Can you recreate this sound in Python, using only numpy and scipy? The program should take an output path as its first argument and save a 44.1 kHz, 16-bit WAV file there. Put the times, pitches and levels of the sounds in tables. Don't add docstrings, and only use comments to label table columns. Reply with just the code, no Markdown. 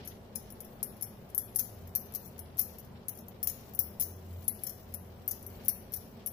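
import sys
import numpy as np
from scipy import signal
from scipy.fft import rfft, irfft, next_fast_len
from scipy.io import wavfile
from scipy.ndimage import uniform_filter1d

SR = 44100
rng = np.random.default_rng(int(sys.argv[2]) if len(sys.argv) > 2 else 0)


def master_out(mix):
    frames = np.transpose(np.atleast_2d(mix))
    ceiling = np.clip(frames, -1, 1)
    pcm = np.round(ceiling * 32767).astype(np.int16)
    wavfile.write(sys.argv[1], SR, pcm)


def magnitude_from_level(level_db):
    exponent = np.asarray(level_db, float) / 20
    return 10 ** exponent


N = 278883

# pitch in Hz, strength in dB per Hz.
RUMBLE_COLOUR = [(20, -13.5), (36, -36.5), (50, -10.5), (105, -2.5), (150, -6.5), (210, -1.5), (300, -12),
                 (400, -7.5), (650, -10), (1300, -21.5), (2500, -31), (5000, -41), (9000, -39.5),
                 (16000, -44)]
RUMBLE_DB = -50.5
# pitch in Hz, likeness from 0 to 1.
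RUMBLE_LIKENESS = [(30, 0.74), (90, 0.98), (290, 0.89), (640, 0.53), (1400, 0), (16000, 0.0)]
# pitch in Hz, width in Hz, lift in dB.
ROOM_TONES = [(44, 29, 10.5), (106.7, 10, 5.5), (135.4, 6.8, 9), (182.3, 4.5, 5.5), (209.8, 5.7, 5.5),
              (236.8, 6.5, 8.5), (371, 13, 3.5), (386, 8.2, 3)]
# start in seconds, level in dB over the steady rumble,
# onset in seconds, release in seconds; the "start" is the loudest moment.
TRAFFIC_SWELLS = [
    (0.0, 4, .05, 0.036),
    (0.85, -2, 0.42, .4),
    (2.0, -4, 0.5, 0.53),
    (3.9, -6.5, 1, 0.3),
    (5.6, -1, 0.37, .4),
]
# time in seconds, pitch in Hz, level in dB.
DRONE_PATH = [(0.0, 78.3, -51.5), (0.37, 84.3, -64), (0.95, 88.4, -82), (1.5, 86, -82), (1.85, 86.3, -51.5),
              (2.09, 86.6, -64), (2.55, 83.9, -53.5), (2.8, 81.7, -58), (3.24, 88.9, -63.5),
              (3.48, 83.8, -53.5), (3.6, 77.4, -70), (3.86, 76.6, -55.5), (4.0, 86.7, -54.5),
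              (4.35, 87.3, -45.5), (4.66, 87.2, -66.5), (5.0, 87.3, -52.5), (6.0, 85.5, -59),
              (6.32, 86.2, -66)]
DRONE_FLUTTER_DB, DRONE_WAVER = 3.5, 0.026

# loudest moment in seconds, level in dB, onset and release in seconds.
SLEEVE_SHIFTS = [
    (0.0, -60.5, .1, 0.13),
    (2.7, -73, 0.76, 0.12),
    (4.59, -67, 0.21, 0.18),
    (5.61, -65.5, 0.19, 0.28),
]
RUSTLE_REST_DB = -72
# pitch in Hz, strength in dB.
RUSTLE_COLOUR = [(500, -32.5), (1500, -5), (3000, -2), (5500, -7), (8500, -32.5), (20000, -34)]
# start in seconds, peak in dB, pitch in Hz, fall by 60 dB in seconds.
HANDLE_TICKS = [
    (0.0094, -61, 3070, 0.03),
    (2.393, -48, 5370, 0.022),
    (4.498, -46, 3950, 0.093),
    (4.5925, -51, 4100, 0.033),
    (5.7693, -56, 3108, 0.031),
]
# start in seconds, peak in dB, pitch in Hz, fall by 60 dB in seconds.
TRAY_BUMPS = [
    (3.791, -37, 97.4, 0.16),
    (5.981, -43, 96, 0.14),
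]

BANGLES = 5
POSES = 4
# pitch in Hz, strength in dB, fall by 60 dB in seconds.
HIGH_MODES = [(10500, -4, .014), (11230, -18.5, 0.0028), (11180, 1.5, 0.024), (11900, -4.5, 0.035),
              (11900, -1.5, 0.012), (12230, -6.5, 0.018), (12500, -7.5, 0.019), (12800, -1.5, 0.026),
              (13300, -7, 0.013), (12480, -13.5, 0.0091), (13760, -3, 0.025), (13450, -7.5, 0.037),
              (14500, -8.5, 0.0099), (15720, 5, .01)]
# pitch in Hz, strength in dB, fall by 60 dB in seconds.
LOW_MODES = [(1990, -10, 0.039), (2330, -12.5, 0.067), (3035, -10, 0.018), (3615, 1.5, 0.0067),
             (4223, -3, 0.027), (4806, -5, 0.048), (5430, 2, 0.061), (5887, 6, 0.053), (6583, 10, 0.011),
             (6900, 2.5, 0.03), (7430, -4.5, 0.026), (8470, -4, 0.0092)]
# start in seconds, peak in dB,
# lower tones in dB against the peak, pitch of the struck bangle in Hz.
SLAMS = [(0.0748, -30.5, -19.5, 10960), (0.357, -25.5, -18, 11170), (0.829, -19.5, -24.5, 11180),
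         (1.0237, -20, -29, 11300), (1.3473, -22, -29, 12600), (1.3787, -14.5, -26.5, 11220),
         (1.5592, -14.5, -29, 10500), (1.5878, -23, -20, 11500), (1.5938, -14, -23.5, 12800),
         (1.9513, -14.5, -29.5, 12140), (1.9584, -16, -26, 11900), (2.1489, -18.5, -26, 12300),
         (2.3909, -25.5, -31, 11320), (2.593, -12, -27, 12500), (2.6154, -23, -22.5, 12000),
         (3.083, -21.5, -27.5, 10780), (3.4291, -19.5, -24.5, 13300), (3.4722, -14.5, -23.5, 14500),
         (3.7903, -9.5, -32, 12230), (3.998, -18.5, -28.5, 12600), (4.01, -13.5, -34.5, 15870),
         (4.4797, -15.5, -28, 11100), (4.6354, -21, -29, 10600), (4.6668, -23.5, -22, 12530),
         (4.9396, -25, -24.5, 11030), (5.2777, -20, -29.5, 12970), (5.3125, -23, -21, 11760),
         (5.6824, -11, -29, 11660), (5.937, -17.5, -26.5, 13300), (6.2613, -20.5, -30.5, 11440)]
# start in seconds, peak in dB, #
# lower tones in dB against the peak.
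BOUNCES = [(0.3532, -36, -28), (1.0285, -28, -18), (1.3605, -39, -20), (2.1383, -28.5, -25),
           (2.1574, -25, -23), (2.58, -28, -22), (2.5865, -23, -22.5), (2.6129, -21.5, -23.5),
           (3.0923, -27, -22), (3.4347, -17.5, -46), (3.4836, -25, -25), (3.4906, -28, -24),
           (3.4977, -24, -21), (3.749, -27.5, -31), (3.802, -30, -14), (4.006, -18.5, -26),
           (4.0221, -15.5, -25.5), (4.033, -22, -25.5), (4.6707, -25.5, -22), (4.695, -26.5, -21),
           (4.702, -32, -35), (4.9449, -25.5, -33), (5.2863, -26, -19.5), (5.31, -22.5, -28),
           (5.658, -29, -24), (5.6924, -20.5, -20.5), (5.928, -37.5, -16), (5.9429, -27, -26),
           (5.97, -33.5, -17), (6.272, -21.5, -25)]
# start in seconds, peak in dB.
TOUCHES = [(0.0498, -40.5), (0.057, -37), (0.0839, -36), (0.3813, -40), (0.5032, -33.5), (0.523, -38.5),
           (0.604, -28.5), (0.647, -40), (1.011, -31), (1.3942, -30), (1.406, -42), (1.5483, -39),
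           (1.873, -41.5), (2.1224, -38), (2.2477, -43), (2.2644, -37.5), (2.571, -35), (2.7846, -36.5),
           (2.7934, -39), (3.152, -45), (3.1874, -35), (3.2833, -34), (3.437, -34), (3.7359, -36.5),
           (3.8145, -47), (4.489, -33), (5.427, -41), (5.4649, -32.5), (5.9212, -34), (5.962, -31),
           (0.102, -55), (0.967, -49), (1.039, -31), (1.3004, -44), (1.8922, -48), (2.0586, -43),
          (2.259, -42), (2.2775, -43), (2.3799, -37), (2.7987, -36), (2.8476, -47), (3.1741, -40),
          (3.208, -45), (3.45, -37), (3.587, -47), (3.6086, -48), (3.7568, -50), (4.4422, -45),
          (4.9236, -48), (4.962, -44), (5.3926, -44), (5.6491, -35)]
TOUCH_LOW_DB, TOUCH_LOW_SLOPE = -22.5, -0.37
SLAM_RING_MS, BOUNCE_RING_MS, TOUCH_RING_MS, RING_SPREAD = 19, 14, 15, 0.19
SNAP_DB, LOW_SNAP_DB, SNAP_S = 1.5, -10, .002
# pitch in Hz, fall by 60 dB in seconds.
KITCHEN_DECAY = [(1000, 1), (5000, 0.57), (10000, 0.26), (16000, 0.5)]

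# moment of most pressure in seconds, level in dB, onset and release in seconds.
BRUSH_STROKES = [(0.42, -70, 0.22, 0.08), (0.72, -52, 0.12, 0.077), (1.3, -58, .6, .08),
                 (1.75, -56, 0.25, 0.37), (2.25, -49.5, .1, 0.11), (2.73, -55, .15, 0.15),
                 (3.68, -52.5, 0.14, 0.13), (4.05, -61, 0.17, 0.37), (4.5, -52.5, 0.67, 1),
                 (5.05, -83, 0.46, 0.35), (5.49, -51.5, 0.13, 0.31), (6.05, -56, .11, .23)]
BRUSH_REST_DB = -77.5
# pitch in Hz, strength in dB.
BRUSH_COLOUR = [(1500, -42), (2500, -14.5), (6000, -3.5), (8500, -8), (11000, -8.5), (15000, -2.5),
                (20000, 6)]

# pitch in Hz, strength in dB.
MIC_LEFT = [(20, 0.5), (7000, 0), (8300, 3), (9000, -16), (9800, -4.5), (10400, 6.5), (15500, 9.5),
            (20000, -1)]
# pitch in Hz, strength in dB.
MIC_RIGHT = [(20, 0), (7000, -1), (8300, 2.5), (9200, 0.5), (9850, 0.5), (10400, -7), (12500, -3.5),
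             (15500, -11.5), (20000, 23.5)]
TOP_HZ = 15500


def along(table, t):
    s, *columns = np.transpose(table)
    return [np.interp(t, s, c) for c in columns]


def over_hz(table, size):
    hz, value = np.transpose(table)
    bins_hz = np.arange(size // 2 + 1) * SR / size
    return np.interp(np.log(bins_hz + 1), np.log(hz), value)


def colour(x, table):
    size = 2 * next_fast_len(len(x) // 2 + 2048)
    ceps = irfft(np.log(magnitude_from_level(over_hz(table, size))), size)
    ceps[1:size // 2] *= 2
    ceps[size // 2 + 1:] = 0
    response = np.exp(rfft(ceps))
    return irfft(rfft(x, size) * response, size)[:len(x)]


def level(x, db):
    return x * magnitude_from_level(db) / np.sqrt(np.mean(x ** 2))


def walk(rate):
    k = int(SR / rate)
    steps = np.repeat(rng.standard_normal(N // k + 1), k)
    return uniform_filter1d(uniform_filter1d(steps, k), k)[:N]


def strokes(table, rest_db):
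    s, db, onset, release = np.transpose(table)[:, :, None]
    t = np.arange(N) / SR - s
    away = np.where(t < 0, -t / np.maximum(onset, .01), t / np.maximum(release, .01))
    power = (magnitude_from_level(db - 12 * away) ** 2).sum(axis=0)
    return np.sqrt(magnitude_from_level(rest_db) ** 2 + power)


def rumble():
    alike = np.clip(over_hz(RUMBLE_LIKENESS, N), 0, 1)
    bins_hz = np.arange(N // 2 + 1) * SR / N
    tones_db = sum(db / (1 + (2 * (bins_hz - hz) / width) ** 2) for hz, width, db in ROOM_TONES)
    mid, side = rfft(rng.standard_normal((2, N))) * magnitude_from_level(over_hz(RUMBLE_COLOUR, N) + tones_db)
    mid = irfft(mid * np.sqrt(1 + alike), N)
    side = irfft(side * np.sqrt(1 - alike), N)
    steady = level(np.array([mid + side, mid - side]), RUMBLE_DB)
    return steady * strokes(TRAFFIC_SWELLS, 0)


def drone():
    hz, db = along(DRONE_PATH, np.arange(N) / SR)
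    wavering_hz = hz * (1 + DRONE_WAVER * walk(20))
    tone = np.sin(2 * np.pi * np.cumsum(wavering_hz) / SR)
    return np.sqrt(2) * tone * magnitude_from_level(db + 1.5 + DRONE_FLUTTER_DB * walk(14))


def rustle():
    grain = magnitude_from_level(3 * walk(150) + 1.5 * walk(12))
    hiss = rng.standard_normal((2, N)) * grain
    cloth = np.array([level(colour(h, RUSTLE_COLOUR), 0) for h in hiss])
    return cloth * strokes(SLEEVE_SHIFTS, RUSTLE_REST_DB) * magnitude_from_level(4.5)


def knocks(table, spread):
    out, t = np.zeros(N + SR), np.arange(SR // 4) / SR
    for (s, db, hz, t60), c in zip(table, rng.standard_normal((len(table), 5, 1))):
        tones = np.sin(2 * np.pi * hz * (1 + spread * c) * t).sum(axis=0)
        i = int(s * SR)
        out[i:i + len(t)] += magnitude_from_level(db - 11.5) * tones * np.exp(-np.log(1000) * t / t60)
    return out[:N]


def contacts():
    slam_s, slam_hz = np.transpose(SLAMS)[[0, 3]]

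    def near_hz(s):
        return slam_hz[np.abs(slam_s - s).argmin()]

    rows = [(*r, SLAM_RING_MS) for r in SLAMS]
    rows += [(*r, near_hz(r[0]), BOUNCE_RING_MS) for r in BOUNCES]
    for s, db in TOUCHES:
        low_db = TOUCH_LOW_DB + TOUCH_LOW_SLOPE * (db + 38)
        rows.append((s, db, low_db, near_hz(s), TOUCH_RING_MS))
    luck = rng.standard_normal(len(rows))
    return [(*r[:-1], r[-1] * np.exp(RING_SPREAD * g)) for r, g in zip(rows, luck)]


def ring(modes, chance, lift_db, free, scatter_db, detune, snap_db):
    hz, db, t60 = np.tile(np.transpose(modes), BANGLES)[:, :, None]
    t = np.arange(int(.028 * SR)) / SR
    gain = magnitude_from_level(db + np.tile(lift_db, BANGLES)[:, None] + scatter_db * chance[0])
    phase = 2 * np.pi * (hz * (1 + detune * chance[1]) * t + chance[2])
    fade = np.exp(-np.log(1000) * t / (free * t60))
    y = (gain * fade * np.sin(phase)).sum(axis=0)
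    y = y * (1 + magnitude_from_level(snap_db) * np.exp(-t / SNAP_S))
    return y * np.minimum(t / 0.0004, 1) / np.sqrt((gain ** 2).sum())


def bangles():
    high, low = BANGLES * len(HIGH_MODES), BANGLES * len(LOW_MODES)
    clinks = contacts()
    chance = rng.standard_normal((len(clinks), 2, 3, high + low, 1))
    chance[:, 1, 1] = chance[:, 0, 1]
    cracks = rng.standard_normal((len(clinks), 2, 256))
    crack_fade = np.exp(-np.arange(256) / (.002 * SR))
    out = np.zeros((POSES, 2, N + SR // 10))
    for k, ((s, db, low_db, hz, ring_ms), c, crack) in enumerate(zip(clinks, chance, cracks)):
        lift_db = 7 * np.exp(-((np.array(HIGH_MODES)[:, 0] - hz) / 300) ** 2)
        free = np.clip(ring_ms / 26, .2, 2)
        for side, (shade_db, lag) in enumerate([(-2.0, 10 // 20), (-16, 10)]):
            bright = ring(HIGH_MODES, c[side, :, :high], lift_db, free,
                          scatter_db=3.0, detune=0.03, snap_db=SNAP_DB)
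            dull = ring(LOW_MODES, c[side, :, high:], np.zeros(len(LOW_MODES)), free,
                        scatter_db=1, detune=0.0394, snap_db=LOW_SNAP_DB)
            y = magnitude_from_level(shade_db - 5.5) * bright + magnitude_from_level(low_db + 7.0) * dull
            y[:256] += magnitude_from_level(low_db) * crack[side] * crack_fade
            i = int(s * SR) + lag
            out[k % POSES, side, i:i + len(y)] += magnitude_from_level(db) * y
    return out[:, :, :N].sum(axis=0), out[:, 0, :N]


def kitchen(poses, wet_db, early_db, early_s):
    t = np.arange(int(.5 * SR)) / SR
    decay_hz, decay_s = np.transpose(KITCHEN_DECAY)
    tail = 0
    for lo in 1000 * 2. ** np.arange(0, 4, .5):
        band = signal.butter(2, [lo, lo * np.sqrt(2)], "band", fs=SR, output="sos")
        t60 = np.interp(np.log(lo), np.log(decay_hz), decay_s)
        fade = np.exp(-np.log(1000) * t / t60) + magnitude_from_level(early_db) * np.exp(-t / early_s)
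        noise = signal.sosfilt(band, rng.standard_normal((POSES, 2, len(t))))
        tail = tail + noise * fade * np.minimum(t / 0.0013, 1)
    return magnitude_from_level(wet_db) * signal.fftconvolve(poses[:, None], tail, axes=2).sum(axis=0)[:, :N]


def brush():
    slips = magnitude_from_level(3.5 * walk(300) + 1.5 * walk(25))
    hiss = rng.standard_normal((2, N)) * slips
    hiss = np.array([level(colour(h, BRUSH_COLOUR), 0) for h in hiss])
    side_db = np.array([[-2.0], [-9.0]])
    return hiss * strokes(BRUSH_STROKES, BRUSH_REST_DB) * magnitude_from_level(side_db)


def scene():
    clinks, poses = bangles()
    room = kitchen(poses, wet_db=-37, early_db=12.5, early_s=0.0073)
    small = knocks(HANDLE_TICKS, spread=0.134) + knocks(TRAY_BUMPS, spread=0.08)
    return clinks + room + brush() + rustle() + small + drone() + rumble()


def starve(x, margin_db, chance_db):
    spec = signal.stft(x, nperseg=2048, noverlap=1024)[2]
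    bands = np.abs(spec[:, 96:736].reshape(2, 80, 8, -1)) ** 2
    band_db = 10 * np.log10(bands.mean(axis=(0, 2)) + 1e-18)
    top_db = band_db.max(axis=0)
    steady = np.diff(top_db, prepend=top_db[0]) < 3
    luck = rng.standard_normal(band_db.shape)[:, ::2]
    luck = np.repeat(luck, 2, axis=1)[:, :len(top_db)]
    floor_db = .7 * top_db + .3 * np.median(top_db) - margin_db
    lost = steady & (band_db + chance_db * luck < floor_db)
    spec[:, 96:736] *= np.repeat(~lost, 8, axis=0)
    return signal.istft(spec, nperseg=2048, noverlap=1024)[1][:, :N]


def band_limit(x):
    return signal.sosfilt(signal.butter(12, 16800, fs=SR, output="sos"), x)


def record(dry):
    x = np.array([colour(dry[0], MIC_LEFT), colour(dry[1], MIC_RIGHT)])
    x = signal.sosfilt(signal.ellip(10, .5, 32, TOP_HZ, fs=SR, output="sos"), x)
    x = starve(x, margin_db=19, chance_db=8)
    return band_limit(x)


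dry = scene()
out = record(dry)
master_out(out)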